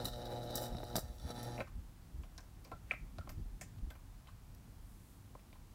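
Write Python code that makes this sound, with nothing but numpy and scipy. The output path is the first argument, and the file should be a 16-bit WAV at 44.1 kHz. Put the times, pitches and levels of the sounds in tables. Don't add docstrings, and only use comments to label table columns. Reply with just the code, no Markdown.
import sys
import numpy as np
from scipy import signal
from scipy.fft import rfft, irfft, next_fast_len
from scipy.io import wavfile
from scipy.ndimage import map_coordinates

SR = 44100
rng = np.random.default_rng(int(sys.argv[2]) if len(sys.argv) > 2 else 0)


def elevation(decibels):
    levels = np.asarray(decibels, float)
    return 10 ** (levels / 20)


def digitize_waveform(pressure):
    field = np.atleast_2d(pressure).T
    bounded = np.clip(field, -1, 1)
    quanta = np.round(bounded * 32767).astype(np.int16)
    wavfile.write(sys.argv[1], SR, quanta)


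N = 253134
TIME = np.arange(N) / SR

STRIKE_HZ = 119.85
STRIKE_S = 0.3295
TURNS = (TIME - STRIKE_S) * STRIKE_HZ


def unit(x):
    return x / np.sqrt(np.mean(x ** 2) + 1e-20)


def along(points, hz):
    f, v = np.transpose(points)
    return np.interp(np.log(hz + 1), np.log(f + 1), v)


def curves(rows):
    s, *columns = np.transpose(rows)
    return [np.interp(TIME, s, column) for column in columns]


def wobble(rate):
    knots = rng.standard_normal(int(N * rate / SR) + 4)
    return map_coordinates(knots, [np.arange(N) * rate / SR])


def filtered(x, response):
    m = 2 * next_fast_len(len(x) // 2 + SR // 4)
    h = response(np.fft.rfftfreq(m, 1 / SR))
    h = h / np.sqrt(np.mean(abs(h) ** 2))
    return irfft(rfft(x, m) * h, m)[:len(x)]


def ringing(modes):
    def response(f):
        total = 0
        for k, (centre, width, db) in enumerate(modes):
            damping = 1j * f * width
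            total = total + (-1) ** k * elevation(db) * damping / (centre ** 2 - f * f + damping)
        return total
    return response


def rush(spectrum):
    return unit(filtered(rng.standard_normal(N), lambda hz: elevation(along(spectrum, hz))))


def dying(s, t60):
    return [(at, t60) for at in s]


def bursts(rows, db, click, hz=None, sharp=1):
    out, t = np.zeros(N + SR), np.arange(SR // 4) / SR
    for k, row in enumerate(rows):
        t60 = max(row[-1], 0.004)
        burst = elevation(-60 * t / t60) * rng.standard_normal(len(t))
        burst[0] -= click
        if hz is not None:
            burst = signal.lfilter(*signal.iirpeak(hz[k], sharp, SR), burst)
            burst *= np.sqrt(sharp * SR / hz[k] / np.pi)
        out[round(row[0] * SR):][:len(t)] += elevation(db[k]) * burst
    return out[:N]


def wandering(x, modes, wander_db):
    n = 2 * SR
    hz, width, db = np.transpose(modes)
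    share = elevation(db) * np.sqrt(width)
    share = share / np.linalg.norm(share)
    rings = np.zeros(n)
    for k, mode in enumerate(modes):
        swell = elevation(wander_db * wobble(16.21)[:n])
        rings += (-1) ** k * share[k] * swell * filtered(x[:n], ringing([mode]))
    return np.pad(rings, (0, N - n))


def strike_jolts():
    lead_s = 0.0028
    beats = STRIKE_S - lead_s + np.arange(-39, 170) / STRIKE_HZ
    luck = rng.standard_normal((len(beats), 2))
    at = np.round((beats + 0.00006 * luck[:, 0]) * SR).astype(int)
    jolts = np.bincount(np.clip(at, 0, N - 1), -elevation(0.56 * luck[:, 1]), N)
    return jolts / np.sqrt(STRIKE_HZ / SR)


def glow(depth):
    flare = np.exp(-((TURNS + 0.66) % 1) / 3.2)
    return unit((1 - depth + depth * flare) * rng.standard_normal(N))


def mains_hum(buzz_db, lit):
    # (multiple, level [dB])
    harmonics = [(1, 7), (2, 4.5), (3, -6)]
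    hum = np.zeros(N)
    for k, db in harmonics:
        hum -= elevation(db + 1.5 * wobble(14.1)) * np.cos(2 * np.pi * k * TURNS)
    return elevation(np.minimum(-52.5, buzz_db - 3)) * lit * hum


def box_buzz(buzz_db, lit, jolts):
    # (centre [Hz], width [Hz], level [dB])
    cavity = [(246, 270, -12.5), (349.7, 44, -8.5), (513, 47, -5), (690, 258, -4.5), (831, 277, -1.5),
              (885, 170, -6.5), (887, 49, -18)]
    rough = np.clip(0.31 + 0.12 * wobble(8.9), 0, 1)
    uneven_db = 1.6 * wobble(25.12)
    source = np.sqrt(1 - rough) * jolts + np.sqrt(rough) * glow(0.27)
    buzz = elevation(buzz_db + 2.5 + uneven_db) * lit * source
    box = filtered(wandering(buzz, cavity, wander_db=0.55), lambda f: 1 / (1 + 1j * f / 1100) ** 2)
    return box * np.std(buzz) / np.std(box)


def spits():
    # (time [s], peak [dB], spray over peak [dB])
    single = [(0.0464, -33.5, -7.5), (0.0536, -23, -9.5), (0.0743, -43, -7), (0.082, -31, -15),
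              (0.1332, -35.5, -30), (0.255, -36, -16.5), (0.3238, -58, 0), (0.505, -36.5, -15),
              (0.5549, -33.5, 4.5), (0.563, -32.5, -13), (0.5718, -42.5, 8), (0.579, -27.5, -16),
              (0.593, -45, -7), (0.599, -47, -1), (0.6074, -45, -3), (0.6135, -39, -5), (0.68, -46, -5),
              (0.7827, -40, -31), (0.8376, -42.5, -9), (0.865, -45, -13), (0.956, -20, -13),
              (0.964, -22, -6), (0.975, -42, -14), (0.9828, -30, -17), (0.991, -32.5, -6.5),
              (1.2896, -38, -27), (1.3043, -35, -20), (1.31, -37, -25), (1.316, -39, -25),
              (1.4295, -42.5, -0.5), (1.5895, -45, -24), (1.5988, -39.5, -30)]
    sputter = [(0.6214 + k / STRIKE_HZ, -34.5 - 2 * (k == 0), -5 - 2 * k) for k in range(6)]
    return np.transpose(single + sputter)


SPIT_T60 = 0.03


def sizzling(sizzle_db, lit, jolts, spit_s, spit_db):
    # (time [s], peak [dB])
    hard_strikes = [(0.1587, -44), (0.181, -52), (0.2245, -46), (0.334, -51), (0.4146, -53), (0.4316, -47),
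                    (0.5278, -48), (0.6883, -51), (0.71, -56), (0.7252, -51), (0.75, -48), (0.7676, -43),
                    (0.818, -51), (0.8313, -47), (0.8493, -47), (0.8828, -43), (0.8998, -45), (0.93, -50),
                    (0.947, -50), (1.083, -54), (1.183, -51), (1.198, -47), (1.2328, -55), (1.2697, -57),
                    (1.376, -48), (1.45, -48), (1.5326, -62.5), (1.61, -54)]
    flicker_db = 2.2 * wobble(45)
    sizzle = elevation(sizzle_db - 1.5 + flicker_db) * lit * (glow(1.0) + 0.47 * jolts)
    sizzle += bursts(dying(spit_s, SPIT_T60), spit_db - 12.0, click=1.5)
    s, db = np.transpose(hard_strikes)
    return sizzle + bursts(dying(s, 0.012), db - 4.5, click=2.9)


def panel_rings(sizzle):
    # (centre [Hz], width [Hz], level [dB])
    cool = [(1290, 156, 4), (1840, 69, -2), (3055, 45, 2), (3400, 46, -4.5), (3858, 145, 10.5),
            (4320, 60, -1), (4700, 85, -1), (5470, 110, -0.5), (5800, 70, -2), (6600, 63, -10),
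            (6860, 170, -26), (7930, 87, -12), (8900, 150, -8.5), (10170, 160, -9)]
    # (centre [Hz], width [Hz], level [dB])
    softened = [(1310, 70, 2), (1810, 38, 1), (2170, 550, -15.5), (3130, 56, -7), (3500, 57, -1),
                (3943, 60, 6), (4500, 72, -1.5), (4900, 110, -7), (5630, 150, -2.5), (6590, 60, -7),
                (7200, 110, -18), (8100, 190, -14), (8850, 80, -15), (10400, 490, -11)]
    heat = np.clip((TIME - 0.98) / 0.11, 0, 1)
    panels = wandering(sizzle * (1 - heat), cool, wander_db=1.3)
    panels += wandering(sizzle * heat, softened, wander_db=1.5)
    bend = np.arange(N) + 0.0004 * SR * wobble(5)
    return map_coordinates(panels, [bend], mode="nearest")


def gas_pops():
    # (time [s], peak [dB])
    puffs = [(0.0458, -35), (0.0624, -36), (0.0727, -36), (0.0825, -39), (0.3254, -34.5), (0.5033, -36),
             (0.5546, -33), (0.5787, -42), (0.6214, -39), (0.6374, -37), (0.6631, -37.5), (0.7487, -33),
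             (0.7835, -36), (0.803, -37), (0.833, -31.5), (0.9556, -20), (0.9718, -28), (0.9826, -27),
             (1.27, -43), (1.29, -42), (1.3022, -30), (1.381, -35), (1.4315, -36.5), (1.5892, -31),
             (1.5985, -32), (1.608, -35)]
    # (centre [Hz], width [Hz], level [dB])
    thump = [(220, 106, -3), (537, 60, -4), (662, 80, 0.5), (1300, 490, -20.5)]

    def response(f):
        push = elevation(-4) * ringing([(380, 900, 0)])(f)
        return (ringing(thump)(f) + push) / (1 + 1j * f / 1700) ** 3

    s, db = np.transpose(puffs)
    return filtered(bursts(dying(s, 0.036), db - 13, click=18.8), response)


def droplets(sizzle_db, lit, spit_s, spray_db):
    # (centre [Hz], width [Hz], level [dB])
    patter = [(4720, 160, 2), (5770, 490, 0), (7400, 290, 3), (8000, 2600, -2), (11400, 2400, -0.5),
              (14300, 2300, -0.5)]
    # (centre [Hz], width [Hz], level [dB])
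    glass = [(7160, 320, -2), (8230, 74, -2), (9030, 31, -4), (10900, 60, -7), (11800, 95, -4),
             (12500, 79, -8), (13500, 41, -4), (14400, 130, 2), (15200, 67, 0)]
    steady_db = -73 + 0.28 * (sizzle_db + 57.5)
    spray = elevation(steady_db + 4.0 + 2.9 * wobble(59.3)) * lit * glow(0.17)
    spray += bursts(dying(spit_s, SPIT_T60), spray_db - 4.0, click=0.52)
    spray += bursts(dying(spit_s, 0.14), spray_db - 13.5, click=0)
    return filtered(spray, lambda f: ringing(patter)(f) * (1 + elevation(-6) * abs(ringing(glass)(f))))


def arc():
    # (time [s], arc power [dB], burning [dB])
    first_burn = [
        (0.0, -46, -51.5),
        (0.12, -53.5, -58),
        (0.31, -46.5, -59),
        (0.5, -49, -59),
        (0.56, -46, -53),
        (0.72, -52.5, -63.5),
        (0.93, -52, -60.5),
        (0.97, -43.5, -49),
        (1.01, -66, -62),
    ]
    # (time [s], arc power [dB], burning [dB])
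    second_burn = [
        (1.1, -60, -67.5),
        (1.19, -66.5, -67),
        (1.305, -50.5, -55.5),
        (1.33, -53, -58.5),
        (1.48, -50.5, -53.5),
        (1.57, -50, -60.5),
        (1.609, -47, -65),
        (1.66, -72, -76),
    ]
    buzz_db, sizzle_db = curves(first_burn + second_burn)
    lit = np.clip((second_burn[-1][0] - TIME) / 0.033, 0, 1)
    jolts = strike_jolts()
    spit_s, spit_db, spray_db = spits()
    sizzle = sizzling(sizzle_db, lit, jolts, spit_s, spit_db)
    body = gas_pops() + box_buzz(buzz_db, lit, jolts) + panel_rings(sizzle)

    def gap(f):
        return (1090 ** 2 - f * f + 110j * f) / (1090 ** 2 - f * f + 330j * f)

    spray = droplets(sizzle_db, lit, spit_s, spit_db + spray_db)
    return mains_hum(buzz_db, lit) + filtered(body, gap) + spray


def gusts():
    # (time [s], peak [dB], swing [Hz])
    eddies = [(0.043, -39.5, 120.4), (0.722, -38, 45), (0.743, -38.5, 76.6), (1.036, -42.5, 84.5),
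              (1.096, -42, 60.7), (1.245, -36.5, 77.4), (1.757, -40, 43.8), (1.785, -43, 86),
              (2.144, -41.5, 67), (2.189, -39, 70.6), (3.019, -43, 46), (3.189, -40.5, 93),
              (3.378, -37.5, 98), (3.392, -40, 77), (3.777, -42.5, 105), (3.83, -34, 42.6),
              (3.872, -40, 69.4)]
    push_s, flap_db = 0.046, -14.5
    out = np.zeros(N + SR)
    flap = rush([(60, -94), (130, 2.5), (200, -4), (350, -16.0), (500, -28), (900, -92)])
    u = np.linspace(0, 1, round(push_s * SR))
    swell = np.sin(np.pi * u ** 0.71)
    for s, db, hz in eddies:
        swing = 2 * np.pi * hz * push_s * (u - 0.082 * u ** 2)
        at = round(s * SR) - round(0.00836 * SR)
        out[at:at + len(u)] += elevation(db) * swell * (np.sin(swing) + elevation(flap_db) * flap[at:at + len(u)])
    return out[:N]


def wind():
    # (time [s], level [dB])
    strength = [(0.0, -51.5), (0.08, -51), (0.37, -60.5), (0.64, -57.5), (0.82, -55), (1.44, -58),
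                (1.82, -56), (1.97, -61), (2.33, -59.5), (2.57, -59), (3.24, -55.5), (3.32, -51.5),
                (3.47, -53), (3.6, -59), (4.28, -57.5), (5.12, -61.5), (5.37, -60.5), (5.74, -62.5)]
    # (frequency [Hz], density [dB per Hz])
    rumble_tone = [(11, -95), (20, -16), (34, 0), (48, 0), (58, -6), (75, -21.5), (130, -120)]
    # (frequency [Hz], density [dB per Hz])
    throb_tone = [(25, -120), (40, -27), (60, 9), (75, 2.5), (100, 7), (130, -3), (200, -34), (400, -120)]
    # (frequency [Hz], density [dB per Hz])
    flutter_tone = [(40, -120), (80, -63), (120, -4.5), (160, -6), (250, -11), (350, -20), (500, -28),
                    (1000, -120)]
    strength_db, = curves(strength)
    mean_db, lumps = strength_db.mean(), wobble(22)
    swing_db = strength_db - mean_db
    rumble_db = swing_db + 2.5 + 1.4 * wobble(3.7)
    throb_db = 0.52 * swing_db - 0.5 + 0.54 * wobble(4.2) + 0.47 * lumps
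    flutter_db = 0.27 * swing_db - 5 + 1.6 * wobble(5.03) + 0.72 * lumps
    blow = elevation(rumble_db) * rush(rumble_tone)
    blow += elevation(throb_db) * rush(throb_tone)
    blow += elevation(flutter_db) * rush(flutter_tone)
    return gusts() + elevation(mean_db) * blow


def microphone_hiss():
    # (frequency [Hz], density [dB per Hz])
    hiss_tone = [(150, -33), (240, -15), (300, -6.5), (385, -14), (809, -9.5), (2320, -19.5), (12400, -24),
                 (15500, -24.5)]
    return elevation(-67.5 + 0.027 * wobble(6.1)) * rush(hiss_tone)


def shell_cracks():
    # (time [s], peak [dB], lid [dB], snap [dB], t60 [s])
    slips = [(1.5785, -47, -18, -29, 0.14), (1.6045, -36.5, -5.5, -41.5, 0.048),
             (1.6115, -45, -9, -40, 0.1), (1.6744, -60, -13, -12, 0.06), (2.2343, -63.5, -9, -15, 0.14),
             (2.3795, -62.5, 0, -5, 0.26), (2.649, -60, -2.5, -20, 0.32), (2.7163, -56.5, 9, -15, 0.1),
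             (2.9098, -25, -19, -45, 0.043), (2.9168, -41, -12, -40, 0.042), (2.9232, -49, -9, -30, 0.04),
             (2.9364, -42, -8.5, -14, 0.026), (3.1842, -55.5, 7, -25, 0.055), (3.2739, -61, 12, -11, 0.04),
             (3.2927, -51, -12, 4.5, 0.12), (3.6128, -45.5, -11.5, -8, 0.092), (3.7845, -67, -5, -8, 0.028),
             (3.903, -59, 0.5, 3, 0.14), (3.9524, -61.5, -4, -4, 0.084), (4.2712, -62, -6, -5, 0.065),
             (4.5474, -75, -20, 19, 0.04), (5.3514, -64.5, 17, -7, 0.014), (5.3936, -62, -25, -14, 0.04),
             (5.5283, -54.5, -4, -10, 0.016)]
    # (centre [Hz], width [Hz], level [dB])
    shell_modes = [(1955, 560, 5.5), (2410, 450, 12), (2735, 540, 7), (3130, 920, -13)]
    lid_modes = [(361, 170, 0.5), (545, 110, 1), (629, 74, 7.5), (870, 520, -1.5), (1060, 180, 1.5)]
    snap_modes = [(9000, 3000, -12), (12500, 530, 7), (14600, 3700, -4)]
    s, db, lid_db, snap_db, t60 = np.transpose(slips)
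    slip_hz = np.full(len(s), 2270)
    shell = bursts(slips, db - 19.5, click=20.3, hz=slip_hz, sharp=1.33)
    shell = filtered(shell, lambda f: ringing(shell_modes)(f) / (1 + 1j * f / 4000) ** 2)
    lid = filtered(bursts(slips, db + lid_db + 0.5, click=9.8), ringing(lid_modes))
    snap = filtered(bursts(slips, db + snap_db - 8.5, click=2.4), ringing(snap_modes))
    return shell + lid + snap


def board_rings():
    # (time [s], peak [dB], pitch [Hz])
    rings = [(1.604, -45.5, 1460), (1.6723, -56.5, 1130), (2.2347, -58, 1060), (2.3827, -60.5, 1500),
             (2.9141, -43.5, 1420), (2.92, -56, 1560), (2.939, -60, 1950), (2.984, -70, 1950),
             (3.273, -65, 1030), (3.2924, -55, 1290), (3.6114, -50.5, 1810), (3.9046, -56, 1510),
             (3.9525, -64, 1140), (4.2737, -68, 1300), (4.283, -57.5, 1150), (2.382, -56, 1060),
             (5.555, -62, 960)]
    # (time [s], peak [dB])
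    knocks = [
        (2.243, -57),
        (2.7165, -47),
        (2.7205, -46.5),
        (2.914, -41),
        (2.936, -55),
        (3.186, -44),
        (3.297, -47),
        (3.616, -55.5),
        (3.905, -51),
    ]
    # (time [s], peak [dB], pitch [Hz], t60 [s])
    chimes = [
        (2.717, -51, 1370, 0.2),
        (2.7346, -57, 1360, 0.16),
        (3.1845, -48, 1414, 0.07),
        (3.2112, -51, 1370, 0.11),
        (3.9306, -62, 1480, 0.09),
        (4.284, -59, 1200, 0.08),
    ]
    s, db, hz = np.transpose(rings)
    board = bursts(dying(s, 0.092), db - 0.5, click=1.2, hz=hz, sharp=5.5)
    s, db = np.transpose(knocks)
    board += bursts(dying(s, 0.056), db - 5, click=9.7, hz=np.full(len(s), 656), sharp=16)
    s, db, hz, t60 = np.transpose(chimes)
    return board + bursts(chimes, db - 6.5, click=20.0, hz=hz, sharp=45)


def pane_ticks():
    # (time [s], peak [dB], pitch [Hz], t60 [s])
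    pings = [(2.2265, -54, 7400, 0.05), (2.235, -47, 3000, 0.05), (2.3792, -34, 5000, 0.044),
             (2.4055, -47, 5800, 0.048), (2.6455, -42, 14300, 0.02), (2.649, -44, 4900, 0.076),
             (2.676, -54, 6000, 0.03), (2.715, -50, 4200, 0.086), (2.7165, -52, 12500, 0.03),
             (2.7175, -52, 2600, 0.04), (2.9103, -64, 3180, 0.034), (2.9364, -59, 3930, 0.043),
             (3.1846, -41, 4400, 0.036), (3.2735, -57, 3180, 0.031), (3.2929, -37, 5100, 0.051),
             (3.2928, -42, 12000, 0.04), (3.3194, -50, 6280, 0.062), (3.6117, -34.5, 6900, 0.14),
             (3.613, -54, 12300, 0.084), (3.785, -57, 3820, 0.036), (3.9038, -44.5, 3370, 0.063),
             (3.9045, -49, 7500, 0.04), (4.272, -49, 3130, 0.11), (4.5486, -51.5, 5660, 0.038),
             (5.3945, -56, 3340, 0.05), (5.529, -50, 3300, 0.064)]
    s, db, hz, t60 = np.transpose(pings)
    return bursts(pings, db - 16.0, click=9, hz=hz, sharp=3.6)


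def lead_in():
    crack_s, rise_s = 2.9095, 0.03
    before = crack_s - TIME
    lead_noise = filtered(rng.standard_normal(N), ringing([(1900, 1200, 0)]))
    return elevation(-64 - 10 * abs(before) / rise_s) * (before > 0) * lead_noise


def ground(x):
    late = np.pad(x, (round(0.0038 * SR), 0))[:N]
    return x + elevation(-6.5) * signal.lfilter(*signal.butter(1, 7000, fs=SR), late)


def yard(x):
    # (frequency [Hz], t60 [s])
    decay = [(300, 0.031), (2000, 0.38), (3000, 0.18), (7000, 0.37), (14000, 0.039)]
    hz, t, z = signal.stft(rng.standard_normal(SR // 2), SR, nperseg=256)
    fade = elevation(-60 * t / along(decay, hz)[:, None])
    tail = signal.istft(z * fade, SR, nperseg=256)[1]
    delayed = np.pad(x, (700, 0))
    return signal.fftconvolve(delayed, tail / np.linalg.norm(tail))[:N]


def rustling_trees():
    middle_s, swell_s = 5.08, 0.15
    level_db = -74.5 - ((TIME - middle_s) / swell_s) ** 2 + 4.5 * wobble(9)
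    return elevation(level_db) * rush([(1500, -88), (4000, -28), (8000, -11), (12000, -10), (15000, -15)])


def scene():
    fire = arc()
    air = wind() + microphone_hiss()
    cooling = ground(shell_cracks() + board_rings() + pane_ticks() + lead_in())
    echo = yard(elevation(-20.5) * fire + elevation(-17.5) * cooling)
    return (fire + cooling + echo + air + rustling_trees())[None]


def roll_off(x):
    return signal.sosfilt(signal.butter(12, 16820, fs=SR, output="sos"), x)


def record(dry):
    top_hz, leak_db = 15800, -28
    heard = filtered(dry[0], lambda hz: np.where(hz < top_hz, 1, elevation(leak_db))) * elevation(-2.0)
    return roll_off(heard[None])


dry = scene()
out = record(dry)
digitize_waveform(out)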